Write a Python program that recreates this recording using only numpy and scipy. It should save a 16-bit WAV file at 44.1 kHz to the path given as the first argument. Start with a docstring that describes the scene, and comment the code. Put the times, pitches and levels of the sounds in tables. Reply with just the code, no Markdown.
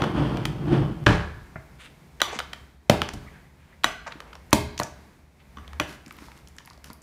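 """Plastic case, dragged and unlatched

A hard case scrapes round on a table and drops flat; two latches are prised open and the lid lifts.
Each blow is a short crack that rings the struck part and, if heavy, the hollow shell. Stick-slip grains
make the scraping and packets rustle inside. Heard at arm's reach in a carpeted room with humming vents."""
import sys
import numpy as np
from scipy import signal
from scipy.fft import rfft, irfft
from scipy.io import wavfile
from scipy.ndimage import uniform_filter1d

SR = 44100
rng = np.random.default_rng(int(sys.argv[2]) if len(sys.argv) > 2 else 0)


def unload_wav(signal):
    """Save mono or channel-first audio to the path in sys.argv[1] as 16-bit WAV at rate SR, clipped to [-1, 1]."""
    wavfile.write(
        sys.argv[1],
        SR,
        np.round(np.clip(np.atleast_2d(signal).T, -1, 1) * 32767).astype(np.int16),
    )


N = 309582
T = np.arange(N) / SR
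BLOW_T = T[:SR // 8]  # time axis of one short hit
TEN_MS = np.sqrt(SR / 100)  # gives a unit-energy hit the energy of 10 ms at rms 1
TOP_HZ = 15400


def undb(db):
    """Decibels to gain."""
    return 10 ** (np.asarray(db) / 20)


def unit(x):
    """Scale to an energy of 1."""
    return x / np.sqrt(np.sum(x ** 2) + 1e-18)


def steady(x):
    """Scale to an rms of 1."""
    return x / np.std(x)


def fader(rows):
    """Gain along a (time, dB) curve, silent outside it."""
    times, levels_db = np.transpose(rows)
    return undb(np.interp(T, times, levels_db, left=-200, right=-200))


def on_log(hz, rows, column=1):
    """Read a column of a table on a log-frequency axis."""
    rows = np.array(rows)
    return np.interp(np.log(np.maximum(hz, 1)), np.log(rows[:, 0]), rows[:, column])


def colour(x, eq):
    """Shape a full-length sound with an EQ curve; rms 1."""
    gain = undb(on_log(np.fft.rfftfreq(N, 1 / SR), eq))
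    return steady(irfft(rfft(x) * gain, N))


def band(x, lo, hi, order=2):
    """Causal band-pass."""
    return signal.sosfilt(signal.butter(order, [lo, min(hi, .47 * SR)], "band", fs=SR, output="sos"), x)


def fade(t, t60):
    """Exponential decay, 60 dB down at t60."""
    return np.exp(-np.log(1000) * t / t60)


def ring(modes, t):
    """Damped (Hz, dB, t60) modes, balanced by energy, each in a random polarity."""
    return unit(sum(rng.choice([-1, 1]) * undb(db) * unit(np.sin(2 * np.pi * hz * t) * fade(t, t60))
                    for hz, db, t60 in modes))


def add(out, s, x):
    """Mix x into out from time s."""
    i = max(int(s * SR), 0)
    out[i:i + len(x)] += x[:N - i]


def grains(rate, spread_db):
    """Stick-slip: tiny slips at random moments; a positive spread makes a few stand out."""
    size = undb(spread_db * np.minimum(rng.exponential(size=N), 4))
    slipping = rng.random(N) < rate / SR
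    return steady(slipping * rng.choice([-1, 1], N) * size)


def wander(rate):
    """A control signal gliding to a new random value `rate` times a second; rms 1."""
    hold = int(SR / rate)
    steps = np.repeat(rng.standard_normal(N // hold + 1), hold)
    return steady(uniform_filter1d(steps, hold)[:N])


def crack(t60, rise):
    """A burst of micro-contacts, even across frequency; rise is the attack as a share of t60."""
    envelope = fade(BLOW_T, t60) * (1 - np.exp(-BLOW_T / (rise * t60)))
    burst = rng.standard_normal(len(BLOW_T)) * envelope
    for _ in range(3):  # flatten the spectrum while keeping the burst short
        spectrum = rfft(burst)
        contour = np.sqrt(np.abs(uniform_filter1d(np.abs(spectrum) ** 2, size=30)) + 1e-18)
        burst = irfft(spectrum / contour, len(BLOW_T)) * envelope ** .1
    return unit(burst)


# Room tone EQ: (frequency [Hz], level [dB])
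AIR_EQ = [(15, -50), (25, -20.5), (66, 0.5), (86, -10.5), (99, -15), (136, -5.5), (331, -18), (567, -21.5),
          (762, -21.5), (919, -22), (1300, -27.5), (2230, -26), (2850, -34), (4150, -35.5), (15500, -44.5)]
# Room tone fader ride: (time [s], level [dB])
AIR_RIDE = [(0, -47), (1.7, -50.5), (2.15, -51.5), (2.62, -49), (2.8, -58.5), (3.25, -47.5), (3.53, -55),
            (4.1, -52), (5.05, -50), (5.3, -57.5), (5.6, -50), (7.02, -54.5)]


def ventilation():
    """Soft air noise over a wavering low drone that swells once."""
    air = colour(rng.standard_normal(N), AIR_EQ) * undb(0.16 * wander(16))
    drone = steady(band(rng.standard_normal(N), 67.6, 76))
    swell_db = 12 * np.exp(-((T - 5.69) / 0.38) ** 2)
    return fader(AIR_RIDE) * air + undb(-59 + swell_db) * drone


# Sliding speed of the case, as a fader ride: (time [s], relative level [dB])
DRAG_RIDE = [(0.0, -24.5), (0.056, -22.5), (0.132, -29), (0.168, -22), (0.534, -30.5), (0.646, -28.5),
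             (0.686, -23), (0.712, -23.5), (0.726, -17.5), (0.902, -28.5), (0.924, -31.5), (0.94, -34.5),
             (1.04, -33)]
# EQs of the low, mid and high drag layers: (frequency [Hz], level [dB])
RUMBLE_EQ = [(20, -48), (38, -25.5), (58, 0), (85, -14), (130, 4), (175, -2.5), (240, -12), (400, -69)]
JUDDER_EQ = [(130, -40.5), (220, 0), (280, 2), (340, 2), (430, -14), (600, -12), (1200, -65)]
SCRAPE_EQ = [(240, -32), (400, 0), (558, -6.5), (804, -2.5), (880, -4.5), (1450, -10), (2320, -19.5),
             (3240, -14.5), (3890, -28.5), (4390, -25.5), (7470, -43.5), (8960, -38), (15000, -72.5)]


def dragging():
    """Feet slip over the table: slow slips rumble the shell, faster ones judder walls, fine ones scrape."""
    speed = fader(DRAG_RIDE) / fader(DRAG_RIDE).max()
    on_edge = np.interp(T, [0.42, 0.52], [1, 0])  # tipped on its edge, the case scrapes harder
    rumble = colour(grains(rate=500, spread_db=0.5), RUMBLE_EQ) * speed
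    judder = colour(grains(rate=300, spread_db=1.5), JUDDER_EQ) * speed ** 1.33
    scrape = colour(grains(rate=2300, spread_db=-2 / 2), SCRAPE_EQ) * speed ** 1.4
    return undb(-20.5) * rumble + undb(-22.5) * judder + undb(-29 + 4.5 * on_edge) * scrape


# The struck part bends like a short bar. Its partials: (multiple of the ring pitch [ratio])
BAR_RATIOS = [1, 2.756, 5.404]
# Voicing of those partials: (level [dB], share of the ring time [ratio])
BAR_VOICING = [(8.5, 1), (-9.5, 0.56), (-9, 0.81)]
# Ring of the stiff latch and rim: (frequency [Hz], level [dB], t60 [s])
RIM_MODES = [(1220, -4.5, 0.032), (1474, 1.5, 0.0089), (1933, -4.5, 0.018), (2670, -11, 0.0058),
             (2990, -4.5, 0.011), (3440, -6, 0.01), (5900, -7, .011), (7000, -11.5, 0.0042)]


def blow(knock_db, clack_db, snap_db, ring_hz, ring_db, ring_t60, t60, rise, rim_db, soft_hz, hard_hz):
    """A crack rings the struck part and the rim, mixed as low knock, mid clack and high snap."""
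    force = crack(t60, rise)
    attack = 1 - np.exp(-BLOW_T / (rise * t60))
    bar = [(ring_hz * ratio, db, ring_t60 * share)
           for ratio, (db, share) in zip(BAR_RATIOS, BAR_VOICING) if ring_hz * ratio < TOP_HZ]
    part = undb(ring_db) * ring(bar, BLOW_T) * attack
    rim = undb(rim_db) * ring(RIM_MODES, BLOW_T) * attack
    soft = unit(band(force, 390, soft_hz, order=1)) + part + rim  # plastic gives, rounding the treble
    hard = unit(band(force, 2000, hard_hz, order=1)) + undb(-1.5) * part + rim
    knock = undb(knock_db) * unit(band(soft, 430, 900, order=3))
    clack = undb(clack_db) * unit(band(soft, 900, 4800, order=3))
    snap = undb(snap_db) * unit(band(hard, 4800, 18000, order=3))
    return (knock + clack + snap) * TEN_MS


# Boom of the hollow shell on the table: (frequency [Hz], level [dB], t60 [s])
SHELL_MODES = [(63, -4.5, 0.51), (76.5, -5, 0.46), (105, -7, .4), (115.6, -2, 0.44), (131, 0, 0.5),
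               (167, 2, 0.69), (203.2, 1, 0.2), (234, -2.5, 0.073), (285.2, 1, .15), (315.4, -0.5, 0.18),
               (360, -7.5, 0.089), (416.2, -2, 0.5), (493, -8.5, 0.049), (530, -3.5, 0.085),
               (588, 1.5, 0.14), (633, -1.5, 0.11), (705, -3.5, 0.075), (775, -4.5, 0.072),
               (957, -6.5, 0.15)]


def heavy_blows(rows, ring_cycles, flex_hz, flex_cycles, flex_lag_s, boom_db, hollow_db, rim_db,
                rise, soft_hz, hard_hz):
    """Blows hard enough to flex the walls and set the hollow shell booming."""
    out = np.zeros(N)
    for s, clack, knock, thump, snap, hz, ring_db, *_ in rows:
        t60 = ring_cycles / hz
        weight_db = thump - clack  # a weightier blow rings the rim less and flexes the walls more slowly
        thump_hz = flex_hz * 2 ** (-weight_db / 15)
        add(out, s, blow(knock, clack, snap, hz, ring_db, t60, t60, rise,
                         rim_db - 1.3 * weight_db, soft_hz, hard_hz))
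        flex = ring([(thump_hz, 0, flex_cycles / thump_hz)], BLOW_T)
        add(out, s + flex_lag_s, undb(thump) * unit(band(flex, thump_hz / 2, 400)) * TEN_MS)
        # shell modes near the flexing rate take most of the push
        low_modes = [(f, db - 1.9 * abs(np.log2(f / thump_hz)), decay)
                     for f, db, decay in SHELL_MODES if f < 430]
        high_modes = [mode for mode in SHELL_MODES if mode[0] >= 430]
        panel_db = (knock + thump) / 2  # the panels need both a sharp and a heavy blow
        boom = undb(thump + boom_db) * ring(low_modes, T[:SR])
        hollow = undb(panel_db + hollow_db) * ring(high_modes, T[:SR])
        add(out, s + 0.0018, (boom + hollow) * TEN_MS)
    return out


# Hits on the case body:
# (time [s], clack [dB], knock [dB], thump [dB], snap [dB], ring pitch [Hz], ring level [dB])
CASE_HITS = [(.019, -27, -29, -32, -46, 1350, 1), (.038, -29.5, -30.5, -32.5, -48, 1110, -5),
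             (1.063, -25, -29, -32, -40, 2700, -9.5), (1.066, -13, -22.5, -11, -47, 1664, -0.5),
             (1.089, -34, -43, -20, -47, 1110, -13), (3.135, -52.5, -47, -35, -44, 910, -13.5),
             (5.5705, -40.5, -63, -49, -69, 1125, 14), (5.584, -44, -60, -61, -68, 1170, 20)]


def case_knocks():
    """The case rocks, lands and is rapped by fingers: dark hits with plenty of boom."""
    return heavy_blows(CASE_HITS, ring_cycles=29, flex_hz=149, flex_cycles=2.4, flex_lag_s=0.00077,
                       boom_db=2.5, hollow_db=-6, rim_db=-0.5, rise=0.024, soft_hz=1680, hard_hz=3950)


def friction_note(hz, flutter_db):
    """Regular slips fuse into a tone that swells and dies; pitch and flutter are given per sample."""
    tone = np.sin(2 * np.pi * np.cumsum(hz) / SR)
    return steady(tone * undb(flutter_db)) * signal.windows.hann(len(hz))


# Groans in the drag: (time [s], length [s], level [dB], pitch [Hz])
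FOOT_GROANS = [(0.153, 0.098, -27, 298.8), (0.669, .12, -23, 339.4)]


def groans():
    """Where the drag is fastest the slips lock onto a wall resonance, unsteady in pitch and strength."""
    out = np.zeros(N)
    for s, length, db, hz in FOOT_GROANS:
        n = int(length * SR)
        pitch = hz * (1 + 0.037 * wander(83)[:n])
        add(out, s, undb(db) * friction_note(pitch, flutter_db=-2.5 * wander(97)[:n]))
    return out


def pings(rows, t60, rise_s):
    """Short resonances at the point of contact, from (time, Hz, dB) rows."""
    out = np.zeros(N)
    attack = 1 - np.exp(-BLOW_T / rise_s)
    for s, hz, db in rows:
        add(out, s, undb(db) * unit(ring([(hz, 0, t60)], BLOW_T) * attack) * TEN_MS)
    return out


# Nail and edge ticks: (time [s], clack [dB], snap [dB], ring pitch [Hz], ring level [dB],
# overtone pitch [Hz], overtone level [dB])
NAIL_TICKS = [(.371, -41, -54.5, 2360, 0, 6000, -59), (.4535, -29, -39, 2000, -4.5, 3100, -31),
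              (.456, -35, -46.5, 2600, 6, 3700, -39), (2.2037, -35, -50, 1700, 1.5, 3100, -42.5),
              (2.389, -32, -44, 1450, -5.5, 3100, -34), (2.3915, -32.5, -42, 750, 2.5, 4100, -54.5),
              (2.4018, -30, -56.5, 1420, 3.5, 3900, -42), (2.5319, -38.5, -51.5, 1400, -5, 3115, -41),
              (2.534, -40.5, -54, 760, 0, 3780, -46), (4.122, -44, -63.5, 1250, -1, 3800, -50),
              (4.2032, -40, -55, 1200, 3, 3050, -45), (4.3302, -46, -70, 1290, 2.5, 3000, -54.5),
              (4.333, -51, -67, 900, 2, 1500, -51.5), (4.353, -48, -61.5, 1000, 0, 5500, -57),
              (5.678, -48, -63, 3300, 3, 6000, -65), (5.732, -45.5, -61, 1210, 3, 1700, -51)]


def nail_ticks():
    """Fingernails and plastic edges catch, ringing only the small parts for a few cycles."""
    out = np.zeros(N)
    for s, clack, snap, hz, ring_db, *_ in NAIL_TICKS:
        add(out, s, blow(clack - 7, clack, snap, hz, ring_db, ring_t60=13 / hz, t60=0.013,
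                         rise=0.018, rim_db=-11.5, soft_hz=2500, hard_hz=7420))
    overtones = [(s, hz, db) for s, *_, hz, db in NAIL_TICKS]
    return out + pings(overtones, t60=0.011, rise_s=0.00033)


# EQ of the shaken contents: (frequency [Hz], level [dB])
RATTLE_EQ = [(240, -23.5), (400, -4), (800, -6.5), (1500, -7), (2400, -14), (4000, -20.5), (6500, -30.5),
             (9000, -37.5), (15000, -54.5)]


def jolted_contents(drop_s):
    """Packed supplies rattle and their wrappers crackle as the case lands."""
    age = np.maximum(T - drop_s, 0)
    rattle = colour(grains(rate=1700, spread_db=-2), RATTLE_EQ) * fade(age, t60=0.47)
    crinkle = steady(band(grains(rate=9200, spread_db=4), 5000, 15000)) * fade(age, t60=0.21)
    return (undb(-21) * rattle + undb(-52) * crinkle) * (T > drop_s)


# Dull bumps on the case: (time [s], wall level [dB], wall pitch [Hz], panel level [dB])
SOFT_BUMPS = [(1.557, -37.5, 147, -35.5), (2.359, -39, 242, -62.5), (3.025, -44, 238, -45),
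              (4.155, -43, 297, -60), (5.808, -32, 330, -32.5), (6.068, -45, 277, -59),
              (6.221, -45.5, 286, -54), (6.902, -45.5, 266, -49)]
# Ring of a side panel: (frequency [Hz], level [dB], t60 [s])
PANEL_MODES = [(644, 0, 0.079), (1410, 0.5, .055), (1720, -5, 0.043), (2090, -5, 0.07)]


def bumps():
    """A soft contact flexes a wall and rings a panel, with no treble."""
    out = np.zeros(N)
    for s, wall_db, wall_hz, panel_db in SOFT_BUMPS:
        flex = ring([(wall_hz, 0, 0.027)], BLOW_T)
        wall = unit(band(flex, wall_hz / 2, wall_hz * 2))
        push = undb(8.5) * crack(t60=0.045, rise=0.076)
        panel = unit(band(ring(PANEL_MODES, BLOW_T) + push, 300, 2260, order=8))
        add(out, s, (undb(wall_db) * wall + undb(panel_db) * panel) * TEN_MS)
    return out


# Fingers sliding and plastic straining: (time [s], length [s], level [dB], centre [Hz])
FINGER_RUBS = [(1.78, 0.11, -49, 2290), (1.786, .09, -57.5, 6530), (2.198, 0.015, -38.5, 1900),
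               (2.264, 0.12, -38.5, 1740), (2.27, 0.044, -38, 710), (2.314, 0.042, -33.5, 820),
               (2.306, 0.077, -45.5, 4800), (3.236, 0.23, -62, 1720), (3.554, 0.23, -64.5, 1900),
               (3.835, 0.0054, -29, 2430), (3.835, .006, -42, 7500), (4.061, 0.03, -34.5, 1160),
               (4.062, 0.028, -46.5, 4190), (4.101, 0.028, -49.5, 2180), (4.117, .014, -46.5, 2600),
               (4.115, 0.31, -55, 840), (4.26, 0.068, -57, 1600), (4.506, .006, -53, 8500),
               (4.513, 0.023, -45.5, 1620), (4.808, 0.0247, -31.5, 1050), (5.391, 0.038, -60, 2230),
               (5.58, 0.24, -59.5, 1440)]


def finger_rubs():
    """Short swells of skin slipping over the textured plastic."""
    out, slips = np.zeros(N), grains(rate=11000, spread_db=6)
    for s, length, db, hz in FINGER_RUBS:
        swell = signal.windows.tukey(int(length * SR), .5)
        rub = band(slips[int(s * SR):][:len(swell)], hz / 2, hz * 1.53, order=3)
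        add(out, s, undb(db) * steady(rub) * swell)
    return out


# Latch and lid hits: (time [s], clack [dB], knock [dB], thump [dB], snap [dB], ring pitch [Hz],
# ring level [dB], pings of the nearby panel, lever and hinge pin as [(pitch [Hz], level [dB])])
LATCH_HITS = [(2.2165, -17, -31.5, -35.5, -27, 1420, -2, [(640, -27), (1480, -20), (3310, -31),
              (3920, -20.5)]), (2.8965, -16.5, -15.5, -13.5, -28.5, 610, -3, [(587, -18.5), (2340, -27.5),
              (3050, -23), (3750, -35), (5950, -32)]),
              (3.0175, -24.5, -31, -31, -43, 1320, -15, [(1300, -25), (2900, -37), (6030, -54)]),
              (3.843, -18.5, -24, -32.5, -31.5, 1100, -8, [(1140, -18.5), (1910, -19), (3900, -20.5),
              (6020, -32.5), (7450, -32)]), (4.5289, -16, -21, -13, -26.5, 1107, 0.5, [(1100, -23),
              (2700, -31), (5940, -28), (9400, -31)]),
              (4.532, -23.5, -26.5, -20, -24.5, 1480, -6, [(3500, -29), (4300, -29), (6300, -28.5)]),
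              (4.798, -31.5, -27, -31, -38.5, 715, 6.5, [(1050, -29), (1900, -35), (4230, -37)]),
              (5.7986, -26, -28.5, -31, -39, 1250, -20, [(1130, -25.5), (1950, -32), (2420, -28),
              (2920, -29.5), (3330, -31.5), (5910, -34.5)])]


def latch_snaps():
    """The latches unhook, fly open and rebound, then the lid lets go: bright, hard hits."""
    return heavy_blows(LATCH_HITS, ring_cycles=11.3, flex_hz=211, flex_cycles=1.3, flex_lag_s=0.002,
                       boom_db=-5.5, hollow_db=-4, rim_db=-10, rise=0.052, soft_hz=2450, hard_hz=13200)


def latch_pings(t60, rise_s):
    """Each latch hit also rings the panel, lever and hinge pin beside it."""
    return pings([(s, hz, db) for s, *_, modes in LATCH_HITS for hz, db in modes], t60, rise_s)


def resonance(hz, spread, t60):
    """A crack heard through one resonance; spread is the ratio of its upper edge to its centre."""
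    return unit(band(crack(t60, rise=0.07), hz / spread, hz * spread, order=1))


def clicks(rows, body_spread, body_t60, crisp_spread, crisp_t60):
    """Tiny contacts, each sounding a lower body resonance and a crisp higher one."""
    out = np.zeros(N)
    for s, body_db, body_hz, crisp_db, crisp_hz in rows:
        body = unit(band(resonance(body_hz, body_spread, body_t60), body_hz / 2, body_hz * 2))
        crisp = resonance(crisp_hz, crisp_spread, crisp_t60)
        add(out, s, (undb(body_db) * body + undb(crisp_db) * crisp) * TEN_MS)
    return out


# Loose latch clinks: (time [s], plastic level [dB], plastic pitch [Hz], pin level [dB], pin pitch [Hz])
LATCH_CLINKS = [(3.088, -33.5, 1300, -41, 5740), (4.7773, -37, 2990, -43, 6060),
                (4.7903, -41, 2400, -37.5, 6170), (4.8325, -44, 1450, -33.5, 5960)]


def latch_clinks():
    """An open latch rattles on its pin: a broad plastic click with a narrow ring on top."""
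    return clicks(LATCH_CLINKS, body_spread=3.4, body_t60=0.0177, crisp_spread=1.1, crisp_t60=0.011)


# Faint skin squeaks: (time [s], length [s], level [dB], start pitch [Hz], end pitch [Hz])
SKIN_SQUEAKS = [(3.25, .055, -52.5, 2016, 2060), (3.254, 0.031, -49.5, 1223, 1260),
                (3.315, 0.077, -58, 1660, 1600), (3.404, .09, -58.5, 1920, 2170),
                (3.713, 0.054, -56.5, 1850, 2240)]


def squeaks():
    """A fingertip sticks and slips fast enough to make a thin, hoarse, gliding note."""
    out = np.zeros(N)
    for s, length, db, start_hz, end_hz in SKIN_SQUEAKS:
        n = int(length * SR)
        pitch = np.linspace(start_hz, end_hz, n) * (1 + 0.055 * wander(600)[:n])
        add(out, s, undb(db) * friction_note(pitch, flutter_db=3.5 * wander(150)[:n]))
    return out


# Rustle swells under the lid: (time [s], length [s], level [dB])
RUSTLE_SWELLS = [(5.86, 0.11, -47.5), (6.06, 0.4, -54), (6.66, 0.13, -70), (6.833, 0.097, -50)]
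# Rustle EQ: (frequency [Hz], level [dB])
RUSTLE_EQ = [(88, -53), (150, -2.5), (172, -5), (308, -4), (490, -19), (1220, -10.5), (2860, -19),
             (5440, -20), (7860, -26.5), (11800, -27.5), (15500, -35)]


def packet_rustle():
    """The seal and packets shift in short, grainy swells as the lid rises."""
    swells = np.zeros(N)
    for s, length, db in RUSTLE_SWELLS:
        add(swells, s, undb(db) * signal.windows.tukey(int(length * SR), .5))
    rustle = colour(grains(rate=2000, spread_db=2.5), RUSTLE_EQ)
    return rustle * undb(2.2 * wander(25)) * swells


# Pops under the lid: (time [s], body level [dB], body pitch [Hz], crisp level [dB], crisp pitch [Hz])
LID_POPS = [(6.0613, -53.5, 2400, -52.5, 5240), (6.108, -45.5, 1248, -46.5, 2300),
            (6.124, -62, 5000, -55, 12500), (6.186, -52, 965, -50, 2050), (6.283, -48, 930, -62, 4000),
            (6.317, -57, 1300, -52, 2250), (6.356, -62, 950, -72, 4500), (6.375, -61, 3000, -61, 7000),
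            (6.4733, -57, 3000, -54, 5500), (6.484, -60, 6800, -60, 10000), (6.5835, -45, 1780, -49, 5650),
            (6.5845, -49, 3100, -60, 6450), (6.602, -55, 1020, -70, 1660), (6.658, -63, 4730, -54, 11200),
            (6.674, -51, 970, -48, 1940), (6.7005, -67, 1900, -51.5, 4660), (6.708, -49.5, 1084, -61, 1750),
            (6.732, -58, 775, -57, 4600), (6.776, -52.5, 640, -61, 4800), (6.842, -50, 1500, -49.5, 5400),
            (6.843, -52, 2900, -52, 11000), (6.901, -47, 1010, -52, 4300), (6.931, -57, 4770, -50.5, 11400)]


def lid_pops(lift_s, faint_count=7, crisp_ratio=5.2):
    """The seal and packets pop loose, with fainter pops scattered at random once the lid is rising."""
    faint = []
    for _ in range(faint_count):
        s, db = rng.uniform(lift_s, T[-1]), rng.normal(-58.5, 2)
        hz = min(1500 * 2 ** rng.normal(0, 0.96), TOP_HZ / crisp_ratio)
        faint.append((s, db, hz, db, hz * crisp_ratio))
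    return clicks(LID_POPS + faint, body_spread=1.11, body_t60=0.012, crisp_spread=1.14, crisp_t60=0.01)


# Reverb of the carpeted room: (frequency [Hz], level [dB], t60 [s])
ROOM_REVERB = [(59.8, 2.5, 1), (202, -6, 1), (590, -6, 0.51), (1450, -6.5, 0.94), (2700, -7, 0.57),
               (4080, -8.5, 0.92), (7700, -6.5, 0.25), (15000, -11, 0.28)]


def room(send, early_db, early_t60, gap_s):
    """Table, floor and walls: early reflections, then a diffuse tail whose treble dies first."""
    t = T[:SR]
    noise, hz = rfft(rng.standard_normal(SR)), np.fft.rfftfreq(SR, 1 / SR)
    early = undb(early_db) * fade(t, early_t60)
    onset = np.clip(t / gap_s - .5, 0, 1)
    edges = np.geomspace(30, 20000, 20)
    impulse = 0
    for lo, hi in zip(edges, edges[1:]):
        centre = np.sqrt(lo * hi)
        tail = fade(t, on_log(centre, ROOM_REVERB, column=2))
        band_noise = irfft(noise * ((hz >= lo) & (hz < hi)), SR)
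        gain = undb(on_log(centre, ROOM_REVERB)) * np.sqrt(2 * (hi - lo) / SR)
        impulse = impulse + gain * unit(band_noise * (early + tail) * onset)
    return signal.fftconvolve(send, impulse)[:N]


def scene():
    """The handling sounds, their reverb and the room tone, in mono."""
    moving = dragging() + case_knocks() + groans() + jolted_contents(drop_s=1.07) + bumps()
    opening = finger_rubs() + latch_snaps() + squeaks() + packet_rustle() + lid_pops(lift_s=6.05)
    case = moving + opening
    front = nail_ticks() + latch_clinks()  # these face the listener, so they sound drier
    levers = latch_pings(t60=0.015, rise_s=0.001)
    # heard from all round the room, the lever resonances blur into broad humps
    blurred_levers = latch_pings(t60=0.002, rise_s=0.00033)
    send = case + undb(-2) * front + undb(-6) * blurred_levers
    reverb = room(send, early_db=7.5, early_t60=0.32, gap_s=0.0051)
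    return (case + front + levers + reverb + ventilation())[None]


def record(dry):
    """Soft-clip the peaks near full scale, then cut the top steeply."""
    rounded = dry / (1 + dry ** 6) ** (1 / 6)
    return signal.sosfilt(signal.ellip(8, .2, 70, TOP_HZ, fs=SR, output="sos"), rounded)


dry = scene()
out = record(dry)
unload_wav(out)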